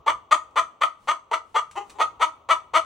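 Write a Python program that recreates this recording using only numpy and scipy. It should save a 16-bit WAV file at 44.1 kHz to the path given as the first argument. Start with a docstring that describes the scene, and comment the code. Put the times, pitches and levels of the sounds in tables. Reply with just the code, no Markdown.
"""Inside a wooden coop by a quiet yard, a hen clucks in short fast calls, caught in stereo by two microphone ports.
Each cluck is a train of pulses that mostly climbs in pitch and breaks into strong and weak ones, with rasping
noise in every cycle, shaped by throat and beak; the coop walls ring 3 ms behind it, a metre of extra path.
Feet scuff the litter with short scrapes of noise. The yard is filtered noise: air, rustling straw, low rumble.
The two ports differ in level and hear the treble out of step."""
import sys
import numpy as np
from scipy import signal
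from scipy.fft import rfft, irfft, next_fast_len
from scipy.io import wavfile
from scipy.ndimage import uniform_filter1d, map_coordinates

SR = 44100
rng = np.random.default_rng(int(sys.argv[2]) if len(sys.argv) > 2 else 0)


def store_wav(level_fs):
    """Save 16-bit WAV to argv[1]."""
    pcm = np.round(np.clip(np.atleast_2d(level_fs), -1, 1) * 32767)
    wavfile.write(sys.argv[1], SR, pcm.T.astype(np.int16))


N = 125685  # samples


def amp(db):
    """Amplitude factor of a level in dB."""
    return 10 ** (np.asarray(db) / 20)


def unit(x):
    """x at an RMS of one."""
    return x / np.sqrt(np.mean(x ** 2) + 1e-20)


def along(points, hz):
    """Read (Hz, value) points on a log frequency axis."""
    f, v = np.transpose(points)
    return np.interp(np.log(hz + 1), np.log(f + 1), v)


def filtered(x, response):
    """x times a complex response of frequency."""
    n = x.shape[-1]
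    padded = next_fast_len(n + SR // 4)
    spectrum = rfft(x, padded) * response(np.fft.rfftfreq(padded, 1 / SR))
    return irfft(spectrum, padded)[..., :n]


def pair(size, alike):
    """Two noises whose likeness (correlation) follows frequency, as mid plus and minus side."""
    def mid_and_side(hz):
        turn = np.arccos(np.clip(along(alike, hz), -1, 1)) / 2
        return np.array([np.cos(turn), np.sin(turn)])

    mid, side = filtered(rng.standard_normal((2, size)), mid_and_side)
    return np.array([mid + side, mid - side])


# Colour of the yard air. Each row: frequency in Hz, relative density in dB per Hz.
AIR_COLOUR = [(100, -38), (258, -10.5), (742, -9), (1210, -3), (1630, -30.5), (3040, -24.5), (5090, -43),
              (6330, -34.5), (8300, -55), (10600, -61), (16400, -33.5)]
# Level of the air before its waver. Each row: time in seconds, level in dB.
AIR_LEVEL = [(0, -58), (.25, -55.5), (.5, -59.5), (.75, -58), (1.0, -65.5), (1.3, -56.5), (1.7, -61.5),
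             (1.95, -53.5), (2.2, -55), (2.45, -62.5), (2.85, -56.5)]
# Likeness of the yard at the two ports. Each row: frequency in Hz, correlation.
YARD_LIKENESS = [(100, .995), (300, .85), (1500, .6), (8000, .5)]
# Low rumble. Each row: time in seconds, level in dB.
RUMBLE_LEVEL = [(0.0, -54), (0.04, -70.5), (0.13, -55.5), (0.24, -67), (0.55, -68.5), (0.65, -61),
                (0.72, -73), (1.44, -71.5), (1.75, -60.5), (1.88, -69.5), (1.94, -64.5), (2.69, -66),
                (2.78, -58.5), (2.85, -61.5)]
# Colour of the rumble. Each row: frequency in Hz, relative density in dB per Hz.
RUMBLE_SPECTRUM = [(15, -23), (30, -12.5), (55, 4), (110, -0.5), (200, -7), (400, -42.5)]
# Swells of straw. Each row: centre in seconds, half length (Gaussian sigma) in seconds, level in dB.
STRAW_SWELLS = [(1.057, 0.046, -62.5), (1.54, 0.075, -66.5), (1.745, 0.048, -69), (1.902, 0.04, -60),
                (2.15, 0.034, -78)]
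# Colour of litter, in rustles and scuffs. Each row: frequency in Hz, relative density in dB per Hz.
LITTER_COLOUR = [(300, 6), (600, -28.5), (1200, -7.5), (3200, -7), (5000, -13), (9000, -8.5), (12000, -19),
                 (16000, -18.5)]
WAVER_DB, WAVER_HZ = 1.5, 8  # spread, and random points per second


def yard():
    """Quiet outdoor air, soft swells of rustling straw and a low rumble, all filtered noise."""
    t = np.arange(N) / SR

    def noise(colour):
        return unit(filtered(pair(N, YARD_LIKENESS), lambda hz: amp(along(colour, hz))))

    waver = map_coordinates(rng.standard_normal(40), [t * WAVER_HZ])
    swells = sum(amp(db) * np.exp(-.5 * ((t - s) / half) ** 2) for s, half, db in STRAW_SWELLS)
    rumble = noise(RUMBLE_SPECTRUM) * amp(np.interp(t, *np.transpose(RUMBLE_LEVEL)))
    air = noise(AIR_COLOUR) * amp(np.interp(t, *np.transpose(AIR_LEVEL)) + WAVER_DB * waver)
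    return air + noise(LITTER_COLOUR) * swells + rumble


LITTER_LOW_HZ = 450  # nothing below this in a scuff


def scuff(db, t60):
    """A short scrape of litter: noise whose level jumps every 30 samples like grit, dying away."""
    t = np.arange(SR // 5) / SR
    steps_db = 2.5 * rng.standard_normal(len(t) // 30 + 1).repeat(30)[:len(t)]
    grit = rng.standard_normal(len(t)) * amp(steps_db)
    scrape = filtered(grit, lambda hz: amp(along(LITTER_COLOUR, hz)) * (hz > LITTER_LOW_HZ))
    return unit(scrape) * amp(db - 60 * t / t60)


# Ringing of the coop walls. Each row: frequency in Hz, time to fall 60 dB in seconds.
COOP_T60 = [(300, 0.14), (800, 0.13), (1250, 0.18), (1700, 0.19), (2600, 0.11), (3400, 0.13), (5000, .17),
            (6400, 0.15), (9000, 0.14), (14000, 0.096)]
# Strength of the echo. Each row: frequency in Hz, level in dB relative to the direct sound.
COOP_LEVEL = [(300, 2.5), (800, -2.5), (1250, -2.5), (1700, -10.5), (2600, -3.5), (3400, -5.5), (5000, -5),
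              (6400, -2), (9000, -4.5), (14000, -12.5)]
# Likeness of the echo at the two ports. Each row: frequency in Hz, correlation.
COOP_LIKENESS = [(250, .93), (800, .4), (2500, .25), (8000, .5)]
COOP_DELAY_S = .003
FAR_T60_S, FAR_DB = 0.59, -26  # slower answer of the yard, relative to the start of the coop's


def coop(x):
    """The walls answer, each frequency dying at its own speed, with the yard's slower tail beneath."""
    hz, t, z = signal.stft(pair(SR // 2, COOP_LIKENESS), SR, nperseg=256)
    walls = amp(-60 * t / along(COOP_T60, hz)[:, None])
    far = amp(FAR_DB - 60 * t / FAR_T60_S)
    tail = signal.istft(z * (walls + far), SR, nperseg=256)[1]

    def colour(f):
        energy = along(COOP_T60, f) * SR / np.log(1e6)  # of the walls' decay
        return amp(along(COOP_LEVEL, f)) / np.sqrt(energy)

    late = np.pad(x, (round(COOP_DELAY_S * SR), 0))
    return signal.fftconvolve(late[None], filtered(tail, colour), axes=1)


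def add(out, x, s, pan_db=0):
    """Mix x and its coop echo into out at s seconds, the left pan_db above the right."""
    i = round(s * SR)
    wet = coop(x)
    wet[:, :len(x)] += x
    out[:, i:i + wet.shape[1]] += wet * amp([[pan_db / 2], [-pan_db / 2]])


# Resonances of windpipe and beak, the main one first, before posture shifts the others.
# Each row: frequency in Hz, width in Hz, level in dB relative to the main one.
THROAT_PEAKS = [(1161.6, 193, 0), (2360, 270, -17.5), (2825, 147, -19), (3476, 184, -17), (4280, 110, -35),
                (6455, 406, -21.5), (7524, 780, -26), (10100, 550, -36.5), (16100, 580, -36.5)]
# Valleys in the voice. Each row: frequency in Hz, width in Hz, depth from 0 to 1.
THROAT_VALLEYS = [(1592, 353, 1), (5240, 2100, 0.84), (11600, 7500, 1)]
# Low resonance while the beak is shut: frequency in Hz, width in Hz, level in dB.
CROP_PEAK = (360, 106, -10.5)
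LOW_HZ = 306  # the voice goes dark below this
SHUT_HZ, SHUT_WIDTH_HZ, SHUT_TREBLE_DB = 918, 174, -1  # main resonance and treble with the beak nearly shut


def throat(f, low=1, treble_db=0, top_db=0, scale=1, shut=False):
    """Resonances and valleys of windpipe and beak; low = 1 gives the main resonance, 0 the treble."""
    def peak(centre, width):
        return 1j * f * width / (centre * centre - f * f + 1j * f * width)

    scale = np.clip(scale, .88, 1.12)
    if not low:
        gain_db = treble_db + SHUT_TREBLE_DB * shut
        peaks = 0
        for k, (centre, width, db) in enumerate(THROAT_PEAKS[1:]):
            level = amp(gain_db + db + top_db * (k > 2))  # k > 2: resonances above 4 kHz
            peaks = peaks - (-1) ** k * level * peak(centre * scale, width)
    elif shut:
        peaks = peak(SHUT_HZ, SHUT_WIDTH_HZ) - amp(CROP_PEAK[2]) * peak(*CROP_PEAK[:2])
    else:
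        peaks = peak(*THROAT_PEAKS[0][:2])
    dips = np.prod([1 - np.clip(d, 0, 1) * peak(c, w) for c, w, d in THROAT_VALLEYS], axis=0)
    return peaks * dips * (1j * f / (LOW_HZ + 1j * f)) ** 2


OPENS_HZ = (468, 571)  # the beak opens as the pitch climbs through this range
LIMP, UNEVEN = 0.12, 0.74  # what full alternation does to timing (cycles) and to size
JITTER, SCATTER_DB = .02, 1.2  # random spread of pulse timing (cycles) and of pulse level
RASP, HISS, HISS_HZ = .13, .5, 5000  # noise share at all pitches, extra share above HISS_HZ
ATTACK_S, BRIGHTEN_S, STEADY_S = .004, .012, .014  # voice swells in, its treble later and more evenly
RELEASE_S = 0.0032  # time constant of the dying voice


def pulse_train(cycle, split):
    """One pulse per cycle, alternately strong and weak, early and late, placed between samples."""
    k = np.arange(1, int(cycle[-1]))
    draw = rng.standard_normal((200, 2))[:len(k)]
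    flip = np.clip(np.interp(k, cycle, split), 0, 1) * (-1) ** k
    at = np.interp(k + LIMP * flip + JITTER * draw[:, 0], cycle, np.arange(len(cycle)))
    size = amp(SCATTER_DB * draw[:, 1]) * (1 + UNEVEN * flip)
    # each pulse is a windowed sinc of 16 samples
    taps = np.floor(at)[:, None] + np.arange(-7, 9)
    off = taps - at[:, None]
    weights = size[:, None] * np.sinc(off) * np.cos(np.pi * off / 16) ** 2
    train = np.bincount(taps.astype(int).ravel() + 7, weights.ravel(), len(cycle) + 16)
    return train[7:7 + len(cycle)]


def cluck(rows, colour):
    """Uneven pulses at the pitch with rasping noise in each cycle, through an opening beak."""
    s, pitch_hz, level_db, split = np.transpose(rows)
    t = s[0] + np.arange(SR // 5) / SR
    pitch = np.interp(t, s, pitch_hz)
    effort_db = np.interp(t, s, level_db)
    cycle = .5 + np.cumsum(pitch) / SR
    pulses = pulse_train(cycle, np.interp(t, s, split))
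    rasp = rng.standard_normal(len(t)) * np.exp(-2.5 * (cycle % 1))  # strongest as each cycle starts
    breath = filtered(unit(rasp), lambda f: RASP + HISS * f ** 2 / (f ** 2 + HISS_HZ ** 2))
    source = unit(pulses) + breath
    swell = np.clip((t - s[0]) / ATTACK_S, 0, 1)
    release = np.exp(-np.clip(t - s[-1], 0, None) / RELEASE_S)
    # levels refer to the main resonance with the beak open
    full = np.sqrt(np.mean(filtered(source, throat) ** 2))
    source = source * swell * release * amp(effort_db) / full
    opening = np.interp(pitch, OPENS_HZ, [0, 1])
    even = amp(uniform_filter1d(effort_db, round(STEADY_S * SR), mode="nearest") - effort_db)
    bright = even * np.clip((t - s[0]) / BRIGHTEN_S, 0, 1) ** 2
    voice = np.zeros(len(t))
    for share, shut in [(opening, False), (1 - opening, True)]:
        voice += filtered(source * share, lambda f: throat(f, 1, *colour, shut))
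        voice += filtered(source * share * bright, lambda f: throat(f, 0, *colour, shut))
    return voice


# The calls, one curve per cluck.
# Each row: time in seconds, pitch in Hz, level in dB, alternation of strong and weak pulses from 0 to 1.
CLUCK_CURVES = [
    [(.061, 424.6, -26.5, 0), (.075, 466.3, -21, 0.6), (.080, 584.6, -14, 0), (.092, 609.3, -22, 0.98),
     (.105, 666, -21, 1)],
    [(.309, 484, -21, 0), (.317, 587.7, -18.5, 0.75), (.328, 623.8, -10, 0), (.338, 632, -24.5, 0.37),
     (.347, 664, -18.5, 1)],
    [(.556, 432.7, -25.5, 0), (.567, 572.5, -20.5, 0.8), (.575, 584.5, -18.5, 0), (.584, 684, -17.5, 1),
     (.597, 628.4, -17, 0)],
    [(.807, 458, -34.5, 0), (.821, 592.5, -15, 0.6), (.831, 610, -23.5, 0), (.836, 661.4, -9, 0.17),
     (.847, 603, -26.5, 1)],
    [(1.071, 456.6, -35.5, 1), (1.089, 594.2, -16.5, 1), (1.096, 608.3, -19.5, .4),
     (1.102, 612.7, -23.5, 0), (1.116, 669, -19.5, 1)],
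    [(1.311, 427.6, -23, 0.6), (1.328, 476.6, -25.5, .15), (1.333, 605.5, -17.5, 0.63),
     (1.343, 672, -16.5, 0.17), (1.357, 604, -32, 1)],
    [(1.542, 422.3, -35.5, 0), (1.557, 473.5, -19.5, 0.5), (1.564, 589, -18, 0.75),
     (1.572, 603.5, -21.5, 0.3), (1.594, 658, -26, 0.4)],
    [(1.751, 286.4, -37.5, .1), (1.768, 357, -32.5, 0), (1.776, 410.5, -27, .2), (1.788, 404.7, -29, 0),
     (1.798, 398.3, -48, 0.3), (1.806, 413, -37, 0), (1.848, 410.3, -52, 0)],
    [(1.940, 375, -62, 0), (1.960, 416, -53.5, 0.43), (1.978, 428, -55, 0.1)],
    [(1.982, 317, -36, 0.4), (2.003, 471.5, -19.5, 0.6), (2.014, 603, -16.5, 0.7), (2.027, 647, -16.5, 0),
     (2.037, 598, -47, 1)],
    [(2.193, 405.7, -42, 0), (2.206, 457.8, -29.5, 0.17), (2.216, 574.3, -18.5, 0.86),
     (2.230, 655.8, -14.5, 0.31), (2.248, 629, -26.5, 0.9)],
    [(2.487, 466.7, -19.5, 0.3), (2.500, 584.5, -21, 0.4), (2.511, 661.7, -10.5, 0), (2.522, 656, -16.5, 1),
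     (2.536, 616, -20, 0)],
    [(2.734, 402.3, -25, 0), (2.747, 640, -21.5, 0.7), (2.758, 604.8, -14, 0.48), (2.770, 678.3, -16, 0.3),
     (2.783, 635, -19, .45)],
]
# Posture, one row per cluck. Each row: treble in dB, more above 4 kHz in dB,
# scale of the upper resonances (before its limits), left over right in dB.
POSTURES = [(-1, -5, 0.997, 0), (-6.5, 4.7, 1.044, 0), (-3.8, -1.5, 1.023, 0), (-1.5, -8, 1.02, -0.2),
            (-4, -0.5, 0.992, .3), (-4.2, -8, 0.994, 0.2), (-3, -1, 0.979, 0.8), (2.3, -4, 0.59, 0.6),
            (-4, 6, 1.5, 8), (-8.5, .3, 1.032, -0.1), (-5.5, -4.5, 1.037, 0.5), (-4.5, -8, 1.015, 0.5),
            (-5.7, -5, 1.005, 1.5)]
# Feet in the litter. Each row: start in seconds, starting level in dB, time to fall 60 dB in seconds.
FOOT_SCUFFS = [(.510, -63, 0.013), (1.712, -46, 0.058), (1.761, -48, 0.035), (1.897, -44.5, 0.099)]


def scene():
    """Clucks and scuffs ringing in the coop, over the yard."""
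    out = np.zeros((2, N + SR))
    for rows, (*colour, pan_db) in zip(CLUCK_CURVES, POSTURES):
        add(out, cluck(rows, colour), rows[0][0], pan_db)
    for s, db, t60 in FOOT_SCUFFS:
        add(out, scuff(db, t60), s)
    return out[:, :N] + yard()


# Phase between the two ports. Each row: frequency in Hz, lead of the left in radians.
PORT_LEAD = [(0, 0), (860, 0.5), (1120, -0.2), (2410, 0.3), (3190, -0.4), (3620, -0.0), (4570, 0.2),
             (5680, -0.2), (6120, -0.6), (9470, -2.5), (10300, -3.1), (14700, -3.3), (15600, -4.3),
             (16100, -5.4)]
# Balance of the two ports. Each row: frequency in Hz, left over right in dB.
PORT_BALANCE = [(60, 0.0), (110, 0.0), (200, 0.5), (380, 0.5), (700, 4.0), (1290, 2.0), (2380, 1.0),
                (4400, -1.5), (8120, 0.0), (15000, 0.0)]
TOP_HZ, EDGE_HZ = 15950, 200  # band limit, and width of the slope below it


def record(dry):
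    """Each microphone port has its own level and phase; nothing is kept above the band limit."""
    def ports(hz):
        half = amp(along(PORT_BALANCE, hz) / 2) * np.exp(.5j * along(PORT_LEAD, hz))
        edge = np.sin(np.pi / 2 * np.clip((TOP_HZ - hz) / EDGE_HZ, 0, 1)) ** 2
        return np.array([half, 1 / half]) * edge

    return filtered(dry, ports)


dry = scene()
out = record(dry)
store_wav(out)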